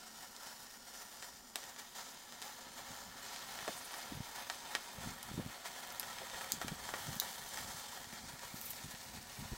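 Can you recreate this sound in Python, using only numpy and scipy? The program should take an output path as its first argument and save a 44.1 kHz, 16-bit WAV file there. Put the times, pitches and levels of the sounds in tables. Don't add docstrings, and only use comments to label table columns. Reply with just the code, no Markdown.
import sys
import numpy as np
from scipy import signal
from scipy.fft import rfft, irfft
from scipy.io import wavfile
from scipy.ndimage import map_coordinates

SR = 44100
rng = np.random.default_rng(int(sys.argv[2]) if len(sys.argv) > 2 else 0)


def master(y):
    cut = np.clip(np.atleast_2d(y).T, -1, 1)
    pcm = np.round(cut * 32767)
    wavfile.write(sys.argv[1], SR, pcm.astype(np.int16))


N = 422037
TIME_S = np.arange(N) / SR

# time in seconds, roar level in dB.
ROAR_CURVE = [(0, -72.5), (2.3, -71.5), (2.7, -65), (4.4, -68.5), (5.8, -69.5), (6.5, -59.5), (7.9, -64),
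              (9.57, -61.5)]
# start in seconds, level in dB, whistle pitch in Hz, length in ms,
# whistle over crack in dB, top of the crack band in Hz.
CRUST_SPLITS = [(0.3647, -37, 5560, 0.27, 10, 9500), (1.5574, -31, 3930, 1.1, -7, 17000),
                (5.2283, -42.5, 5900, 2.9, -15, 14000), (5.874, -47, 14500, .8, 6, 17200),
                (5.9247, -41, 14000, .6, 4, 17000), (5.9973, -29, 13250, 1.4, -1, 19000),
                (6.5204, -21.5, 6770, .7, 0, 17000), (6.5204, -36.5, 4070, 1.1, 10, 12000),
                (6.5208, -35, 12100, 1, 12, 16100), (7.1554, -39, 12500, 0.65, -1, 16000),
                (7.1992, -30.5, 3950, 2.2, 2, 19300), (7.2002, -41, 6700, 1.9, 6, 15900),
                (7.1995, -25.5, 14800, 1.4, -3, 18800), (8.6142, -35, 13250, .5, -4, 17200),
                (8.7057, -40, 13600, 1.1, -3, 17000), (8.714, -35, 13900, .5, 0, 17000)]


def hiss(bubbles_per_s=700, bubbles_db=-9, spread_db=4.5, surge_db=.5, sputter_db=.39, spit_db=.81):
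    # time in seconds, level in dB.
    burn_curve = [(0, -56), (.3, -58.5), (.65, -55.5), (.82, -58), (1.1, -55.5), (1.5, -59.5), (2.1, -57.5),
                  (2.6, -56), (3.15, -56), (3.45, -51.5), (4.1, -53.5), (4.65, -55), (5.5, -56.5),
                  (6.2, -53), (6.76, -54.5), (7.05, -51.5), (7.4, -51.5), (7.72, -50), (8.08, -55.5),
                  (8.35, -56), (8.7, -53), (9.07, -55.5), (9.25, -56.5), (9.45, -54), (9.57, -54.5)]
    # frequency in Hz, density in dB.
    jet_spectrum = [(120, -25), (380, -8.5), (460, -13), (620, -6), (1000, -6), (1550, -7.7), (2000, -10),
                    (2800, -10), (3700, -8.6), (7500, -9.2), (9000, -11.2), (11300, -15.4), (15600, -14.9)]
    flare_power = flares()
    power = gain_of(curve(burn_curve) + surge_db * wander(10)) ** 2 + flare_power
    sizes = gain_of(spread_db * np.minimum(rng.exponential(1, N), 4)) * rng.choice([-1, 1], N)
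    bubbles = unit_rms(sizes * (rng.random(N) < bubbles_per_s / SR))
    gas = coloured(rng.standard_normal(N) + gain_of(bubbles_db) * bubbles, jet_spectrum)
    gas = room(card(gas), near_db=-22, near_t60_s=.06, far_db=-13)
    gas /= np.std(band(gas, 1500, 9000))
    gas = close_echoes(burning_spots(gas)) + pinholes()
    jets = jet_balance(gas, flare_power / power)
    flicker_db = sputter_db * wander(29) + spit_db * wander(130)
    return jets * np.sqrt(power) * gain_of(flicker_db)


def flares(attack_s=.018, release_s=.029):
    # start in seconds, level in dB, time until release in seconds.
    ignitions = [(.05, -62, 0.021), (.15, -55.5, 0.098), (.394, -54.5, 0.13), (.853, -56, 0.042),
                 (.925, -55, 0.1), (1.11, -58.5, 0.036), (1.215, -51.5, 0.03), (1.27, -58, 0.015),
                 (1.553, -54.5, 0.053), (1.612, -55.5, 0.086), (1.773, -51, 0.027), (1.943, -51, 0.073),
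                 (2.03, -56.5, .11), (2.31, -61, .02), (2.41, -53.5, 0.086), (2.766, -50.5, 0.019),
                 (2.84, -56.5, 0.17), (3.21, -55.5, 0.12), (3.553, -56.5, .128), (3.672, -56, 0.015),
                 (3.75, -59, 0.036), (3.925, -55.5, 0.069), (4.34, -53, 0.083), (4.495, -54, .018),
                 (4.70, -52.5, 0.054), (4.997, -54, 0.12), (5.269, -56.5, 0.025), (5.37, -65, 0.036),
                 (5.485, -57, 0.067), (5.64, -50.5, 0.026), (5.72, -56.5, 0.12), (5.995, -57.5, 0.13),
                 (6.32, -53.5, 0.12), (6.6, -51, 0.027), (6.828, -53.5, 0.069), (6.94, -54.5, 0.13),
                 (7.11, -51.5, 0.022), (7.52, -50.5, 0.027), (7.565, -46.5, 0.019), (7.905, -54, 0.068),
                 (8.118, -55, 0.061), (8.268, -53.5, 0.02), (8.412, -54, 0.039), (8.547, -51.5, 0.02),
                 (8.651, -59, 0.055), (8.75, -57, .02), (8.895, -52.5, 0.019), (9.13, -55.5, 0.043),
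                 (9.285, -57, 0.023)]
    power, t = np.zeros(N), np.arange(SR // 2) / SR
    for start_s, db, hold_s in ignitions:
        envelope = np.minimum(t / attack_s, 1) * np.exp(-np.maximum(t - hold_s, 0) / release_s)
        add(power, start_s, (gain_of(db) * envelope) ** 2)
    return power


def jet_balance(gas, flare_share, flare_rush_db=1.5, patchy_db=.92):
    # time in seconds, gain in dB.
    rush_curve = [(0, -2), (1.35, -3.5), (2.3, -1), (3.1, 1), (3.749, 0.5), (4.1, 0.5), (5.6, 2.5),
                  (6.1, 2), (6.95, 2), (7.35, -0.5), (8.4, 0), (8.75, -2.5), (9.57, 0.3)]
    presence_curve = [(0, -0.5), (1.45, -2.5), (2.0, 0.5), (4.5, 1.5), (6.3, 2.5), (7.8, -0.5), (9.57, 1.5)]
    fizz_curve = [(0, -0.5), (.55, 1), (1.45, 0), (1.7, 0.5), (3.4, 0.5), (5.3, 2), (5.95, 3), (6.4, 1.5),
                  (7.3, 4), (8.2, 0.5), (8.9, 2), (9.57, 3)]
    rush = zero_phase(gas, 2200, "low", order=4)
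    presence = zero_phase(gas, 4100, "low", order=4) - rush
    fizz = zero_phase(gas, 9500, "high", order=3)
    treble = gas - rush - presence - fizz
    rush_db = curve(rush_curve) + flare_rush_db * flare_share + rush_dips_db()
    bands = [(rush, rush_db), (presence, curve(presence_curve)), (treble, 0), (fizz, curve(fizz_curve))]
    return sum(part * gain_of(db + patchy_db * wander(18)) for part, db in bands)


def rush_dips_db(depth_db=-6, length_s=.018, threshold_db=-29, lead_s=.002):
    dips, t = np.zeros(N), np.arange(0, length_s, 1 / SR)
    for start_s, db, *_ in CRUST_SPLITS:
        if db > threshold_db:
            add(dips, start_s - lead_s, np.sin(np.pi * t / length_s) ** .5)
    return depth_db * np.minimum(dips, 1)


def burning_spots(x, fade_s=.13):
    # start and end in seconds, centre and width in Hz, gain in dB.
    spots = [(0, 1.6, 1390, 90, 3), (0, 1.5, 5300, 600, 3), (0, 1.5, 5840, 160, 2), (0, 1.7, 6400, 300, -9),
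             (0, 4.5, 7600, 500, -6), (0, 1.6, 3930, 500, -3), (0, 3.1, 7050, 200, 5),
             (1.55, 4.9, 4950, 179, 2), (1.55, 3.6, 9300, 300, -10), (1.551, 4.9, 12080, 328, -9),
             (0, 5, 13130, 300, 3), (0, 4.5, 13950, 400, 3), (6.4, 8.5, 3300, 170, 3),
             (3.2, 6.4, 3480, 200, 1), (3.2, 6, 2520, 200, 3.5), (1.55, 8.1, 1730, 120, 1),
             (5.5, 6.5, 12700, 450, -1), (6.9, 7.2, 14230, 300, 1), (6.9, 9.57, 9900, 700, -1),
             (8.099, 8.2, 1150, 200, -5), (8.1, 11, 1850, 160, -1), (8.1, 11, 2370, 300, 4.5),
             (8.1, 11, 3070, 250, -5), (8.1, 11, 4430, 100, 4), (8.55, 11, 5360, 130, 1)]
    out = x.copy()
    for start_s, end_s, hz, width_hz, db in spots:
        alight = np.clip(np.minimum(TIME_S - start_s, end_s - TIME_S) / fade_s + .5, 0, 1)
        out += (gain_of(db) - 1) * alight * resonance(x, hz, width_hz)
    return out


def pinholes(level_db=-15, per_s=22, lo_hz=3300, hi_hz=9500, width_hz=130, length_s=.032, glide=.0243):
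    out, t = np.zeros(N), np.arange(SR // 6) / SR
    chance, place, slide, size = rng.random((4, N))
    breath = signal.lfilter([1], [1, -np.exp(-np.pi * width_hz / SR)], rng.standard_normal(N + len(t)))
    swell = t / length_s * np.exp(-2 * t / length_s)
    for i in np.flatnonzero(chance < per_s / SR):
        start_hz = lo_hz * (hi_hz / lo_hz) ** place[i]
        hz = start_hz * (1 + glide * (slide[i] - .5) * t / length_s)
        whistle = breath[i:i + len(t)] * np.sin(2 * np.pi * np.cumsum(hz) / SR)
        add(out, TIME_S[i], (.5 + size[i]) * swell * whistle)
    return gain_of(level_db) * unit_rms(out)


def sizzles(q=3.8):
    # middle in seconds, level in dB, centre in Hz, length in seconds.
    swells = [(3.685, -41.5, 640, 0.02), (3.784, -51.5, 8400, .035), (3.854, -52, 9700, 0.028),
              (3.922, -54, 9800, .015), (3.979, -56, 9900, 0.035), (5.407, -52, 494, 0.04),
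              (6.226, -48.5, 540, 0.033), (8.62, -56, 14400, .014), (8.662, -46, 13700, 0.029),
              (8.655, -54.5, 13550, 0.29), (8.708, -44, 14000, 0.017)]
    out, t = np.zeros(N), np.arange(-SR // 3, SR // 3) / SR
    for middle_s, db, hz, length_s in swells:
        noise = unit_rms(resonance(rng.standard_normal(len(t)), hz, hz / q))
        add(out, middle_s + t[0], gain_of(db) * noise * np.exp(-(2 * t / length_s) ** 2))
    return out


def pops(crumble_db=-17, crumble_s=.0009, shards=4, shard_db=-10, puff_db=-22, puff_s=.0021):
    # start in seconds, level in dB, pulse pitch in Hz, break-up time in ms.
    bursts = [(0.9428, -35, 5500, 2.5), (1.1716, -36, 4500, .2), (1.2256, -31, 2390, 0.71),
              (1.3273, -38.5, 4500, 0.22), (1.5572, -22, 3600, 0.38), (1.5574, -30.5, 800, 1.17),
              (1.5626, -28, 3800, 0.27), (1.632, -34, 2800, 0.48), (1.6396, -30, 4200, 1.4),
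              (1.7628, -34.5, 2400, 0.2), (2.1466, -33, 4500, .4), (2.3236, -33, 3200, .3),
              (2.4183, -21.5, 5000, 0.44), (2.4243, -26, 4000, 0.25), (3.362, -27.5, 3500, 2),
              (3.5897, -32, 1500, 0.85), (3.6792, -29, 560, 0.74), (3.6782, -26, 4000, 0.37),
              (3.9093, -35, 1490, .3), (3.9335, -29.5, 3000, 0.54), (3.9403, -30.5, 2200, 1.3),
              (4.3605, -30, 4000, 0.45), (4.4998, -20, 2200, 0.28), (4.7514, -14, 2310, 0.23),
              (4.7516, -35, 754, 0.25), (5.6582, -31, 2280, 0.58), (5.9037, -30.5, 4000, .3),
              (6.0307, -30, 2200, 0.35), (6.1855, -30, 2000, 1.4), (6.299, -29, 4000, .3),
              (6.345, -33.5, 1400, 0.7), (6.4105, -33, 1100, 1.1), (6.6153, -28.5, 1010, 0.47),
              (6.6157, -26, 3980, 0.3), (6.6818, -22, 4500, 0.25), (6.683, -29.5, 990, 0.99),
              (6.8906, -30.5, 950, .3), (6.9388, -27, 694, 0.5), (6.9424, -34, 900, 3),
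              (7.1293, -32, 3800, 0.54), (7.2207, -32.5, 1090, .3), (7.5738, -30, 1980, 1.3),
              (7.5887, -29.5, 4050, .5), (8.044, -31, 4500, 0.34), (8.1266, -36, 1597, 0.49),
              (8.3934, -30, 3800, .6), (8.7335, -32.5, 2800, 0.62), (8.9494, -32, 3200, .5),
              (9.2975, -32, 4200, 0.35), (9.3535, -32, 4470, .3)]
    out, t = np.zeros(N), np.arange(SR // 40) / SR
    noises = rng.standard_normal((len(bursts), 2, len(t)))
    lags = rng.random((len(bursts), shards))
    for (start_s, db, hz, breakup_ms), (grit, gas), lag in zip(bursts, noises, lags):
        u = 2 * np.pi * np.sqrt(2) * hz * t
        blast = u * (u - 2) * np.exp(-u)
        size = (2500 / hz) ** .56
        crumble = gain_of(crumble_db) * size * grit * np.exp(-t / crumble_s)
        burst = gain_of(db) * (blast / abs(blast).max() + crumble)
        puff = band(gas, 350, 3800, order=1) * t / puff_s * np.exp(1 - t / puff_s)
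        add(out, start_s, burst + gain_of(db + puff_db) * size * puff)
        shard = burst * gain_of(shard_db) * np.tanh(breakup_ms)
        for k in range(shards):
            add(out, start_s + breakup_ms / 1000 * (k + .5 + lag[k]) / shards, shard)
    out = band(band(out, 190, 17000, order=1), 60, 10500)
    return room(card(out), near_db=-9, near_t60_s=.06, far_db=-15)


def snaps(ring=.75, sag=.047, low_hz=2900):
    out, t = np.zeros(N), np.arange(SR // 100) / SR
    for start_s, db, hz, length_ms, whistle_db, top_hz in CRUST_SPLITS:
        u = t * 1000 / length_ms
        crack = band(rng.standard_normal(len(t)) * u * np.exp(-3 * u), low_hz, top_hz, order=4)
        cycles = np.cumsum(hz * (1 + sag * (np.exp(-2 * u) - .5))) / SR
        whistle = np.sin(2 * np.pi * cycles) * u * np.exp(-np.pi * u / ring)
        snap = unit_rms(crack) + gain_of(whistle_db) * unit_rms(whistle)
        add(out, start_s, gain_of(db) * unit_rms(snap) / np.sqrt(u[-1]))
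    return room(out, near_db=-9.5, near_t60_s=.14, far_db=-13)


def flaps(rebounds=3, rebound_s=.01127, rebound_db=-16.5, flutters_per_s=16, flutter_hz=154, tatter_db=-16):
    # middle in seconds, level in dB, pitch in Hz, half length in cycles.
    tears = [(2.909, -49, 144, 0.49), (3.695, -42.5, 233, 0.88), (4.1229, -38, 256, 1),
             (4.154, -44, 125, .45), (4.174, -43, 105, 0.61), (4.206, -33, 135, 0.36),
             (4.987, -40, 152, 0.46), (5.074, -34, 175, 0.3), (5.131, -44, 120, 0.28),
             (5.3159, -38, 207, 0.38), (5.342, -39.5, 124, 0.51), (5.357, -43, 115, 0.51),
             (5.38, -31, 180, 0.37), (5.3914, -35.5, 306, 0.74), (5.398, -30, 180, 0.5),
             (5.464, -34, 165, 0.38), (6.538, -43.5, 236, 0.46), (6.6477, -32.5, 213, 0.36),
             (6.7188, -33.5, 175, 0.36), (6.7249, -36.5, 170, 0.5), (7.086, -42, 129, 0.84),
             (7.0936, -36, 135, 0.53), (7.167, -41, 170, 0.55), (7.748, -46.5, 130, 0.4),
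             (8.133, -44.5, 210, 1), (8.261, -54, 120, 0.28), (8.339, -47, 130, .45),
             (8.8452, -42, 125, 0.38), (8.858, -43, 120, .45), (8.943, -45, 158, .45),
             (9.396, -43, 115, 0.65), (9.411, -42, 95, 0.43), (9.456, -42, 100, 0.38),
             (9.525, -38, 110, 0.68)]
    out, t = np.zeros(N), np.arange(-SR // 50, SR // 50) / SR
    edge, size, pitch = rng.standard_normal((3, N))
    gaps = rng.uniform(.5, 1.5, (N, rebounds))
    flutter_db = curve(ROAR_CURVE) + 3 + 7.5 * size
    flutter_at = np.flatnonzero((rng.random(N) < flutters_per_s / SR) & (TIME_S > -t[0]))
    flutters = [(TIME_S[i], flutter_db[i], flutter_hz * 2 ** (.38 * pitch[i]), .32) for i in flutter_at]
    for (middle_s, db, hz, cycles), gap in zip(tears + flutters, gaps):
        swing = gain_of(db) * np.sin(2 * np.pi * hz * t) * np.exp(-(hz * t / cycles) ** 2)
        add(out, middle_s + t[0], swing)
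        for k, delay_s in enumerate(rebound_s * np.cumsum(gap)):
            add(out, middle_s + t[0] + delay_s, swing * gain_of(rebound_db) / (k + 1))
    tatters = abs(signal.hilbert(out)) * unit_rms(band(edge, 186, 550))
    return band(out, 35, 1100, order=1) + gain_of(tatter_db) * tatters


def roar(trim_db=-2.5, lump_db=3.5, gust_squareness=3.2):
    # frequency in Hz, density in dB.
    flame_spectrum = [(10, -26), (25, -3), (60, 2.5), (125, 2), (170, 1), (235, 3), (300, -10), (420, -10),
                      (800, -70), (3000, -70)]
    # middle in seconds, level in dB, half length in seconds.
    gusts = [(2.917, -61, 0.017), (3.094, -59, 0.031), (3.685, -75, 0.024), (4.16, -49, 0.05),
             (5.044, -50, 0.093), (5.39, -51.5, 0.11), (6.693, -52, 0.057), (7.11, -49, 0.052),
             (7.646, -55, 0.057), (8.142, -57.5, 0.014), (8.28, -65, 0.058), (8.87, -53, 0.029),
             (9.145, -58, 0.064), (9.407, -48, 0.032), (9.53, -42.5, 0.012)]
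    lumps = coloured(rng.standard_normal(N), flame_spectrum) * gain_of(lump_db * np.tanh(wander(12)))
    strength = gain_of(curve(ROAR_CURVE))
    for middle_s, db, half_s in gusts:
        t = np.arange(-2 * half_s, 2 * half_s, 1 / SR)
        add(strength, middle_s + t[0], gain_of(db) * np.exp(-abs(t / half_s) ** gust_squareness))
    return unit_rms(lumps) * strength * gain_of(trim_db)


def card(x, hollow_hz=2350, hollow_width_hz=900, absorbed=.61):
    # centre and width in Hz, gain in dB.
    modes = [(426, 23, 2.5), (532, 30, 8.5), (735, 65, 7), (838, 39, 7.5), (944, 32.5, 9.5), (1136, 23, 4),
             (1408, 306, 7), (1630, 69, -2), (1719, 79, 8.5), (1861, 79, 9.5), (2144, 82, 10),
             (2310, 73, 10.5), (2474, 190, 6.5), (2960, 100, 3.5), (3136, 76, 6), (3320, 39, 5),
             (3620, 36, 8.5), (3890, 42, 3), (3984, 130, 4), (4314, 31, 7.5), (4600, 120, 2.5),
             (4920, 130, 3), (5140, 130, 2.5), (5330, 75, 4), (5800, 39, 4), (6200, 22, 8),
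             (6390, 910, 2.5), (7220, 44, 2.5), (7680, 100, 5.5)]
    out = x.copy()
    for hz, width_hz, db in modes:
        out += (gain_of(db) - 1) * resonance(x, hz, width_hz)
    return out - absorbed * resonance(out, hollow_hz, hollow_width_hz)


def close_echoes(x, drift=.043, drift_hz=.37):
    # delay in ms, signed gain.
    bounces = [(.78, -.09), (1.0, .09), (2.25, .07), (2.58, -.07)]
    out = x.copy()
    for delay_ms, gain in bounces:
        delay_samples = delay_ms / 1000 * SR * (1 + drift * wander(drift_hz))
        out += gain * map_coordinates(x, [np.arange(N) - delay_samples], order=3)
    return out


def room(x, near_db, near_t60_s, far_db):
    # frequency in Hz, T60 in seconds.
    decay = [(200, .3), (1000, .28), (6000, .24), (14000, .11)]
    t = np.arange(SR // 2) / SR
    near = rng.standard_normal(len(t)) * gain_of(-60 * t / near_t60_s) * (t > .0008)
    near = band(near, 180, 12000, order=1)
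    hz, frame_s, frames = signal.stft(rng.standard_normal(len(t)), SR, nperseg=256)
    frames *= gain_of(-60 * frame_s / at_hz(decay, hz)[:, None])
    far = signal.istft(frames, SR, nperseg=256)[1][:len(t)] * (t > .006)
    echoes = gain_of(near_db) * near / np.linalg.norm(near) + gain_of(far_db) * far / np.linalg.norm(far)
    return x + signal.fftconvolve(x, echoes)[:N]


def rumble(level_db=-68):
    # frequency in Hz, density in dB.
    rumble_spectrum = [(15, 1.5), (40, 7), (90, -16), (150, -9), (205, 10), (255, 11), (320, -2), (410, 3),
                       (700, -6), (2000, -48), (12000, -32)]
    return gain_of(level_db) * unit_rms(coloured(rng.standard_normal(N), rumble_spectrum))


def gain_of(db):
    return 10 ** (np.asarray(db) / 20)


def unit_rms(x):
    return x / np.sqrt(np.mean(x ** 2) + 1e-20)


def at_hz(points, hz):
    points_hz, values = np.transpose(points)
    return np.interp(np.log(hz + 1), np.log(points_hz + 1), values)


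def curve(points):
    return np.interp(TIME_S, *np.transpose(points))


def add(mix, start_s, sound):
    part = mix[round(start_s * SR):][:len(sound)]
    part += sound[:len(part)]


def band(x, lo_hz, hi_hz, order=2):
    return signal.sosfilt(signal.butter(order, [lo_hz, hi_hz], "band", fs=SR, output="sos"), x)


def zero_phase(x, hz, kind, order):
    return signal.sosfiltfilt(signal.butter(order, hz, kind, fs=SR, output="sos"), x)


def resonance(x, hz, width_hz):
    return signal.lfilter(*signal.iirpeak(hz, hz / width_hz, fs=SR), x)


def coloured(x, spectrum):
    return irfft(rfft(x) * gain_of(at_hz(spectrum, np.fft.rfftfreq(N, 1 / SR))), N)


def wander(rate_hz):
    hz = np.fft.rfftfreq(N, 1 / SR)
    return unit_rms(irfft(rfft(rng.standard_normal(N)) / (1 + (hz / rate_hz) ** 2), N))


def scene():
    mix = rumble() + hiss() + sizzles() + roar() + flaps() + pops() + snaps()
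    return np.array([mix, mix])


def record(dry):
    taps = signal.firwin(401, 15900, window=("kaiser", 8), fs=SR)
    return signal.oaconvolve(dry, taps[None], "same")


dry = scene()
out = record(dry)
master(out)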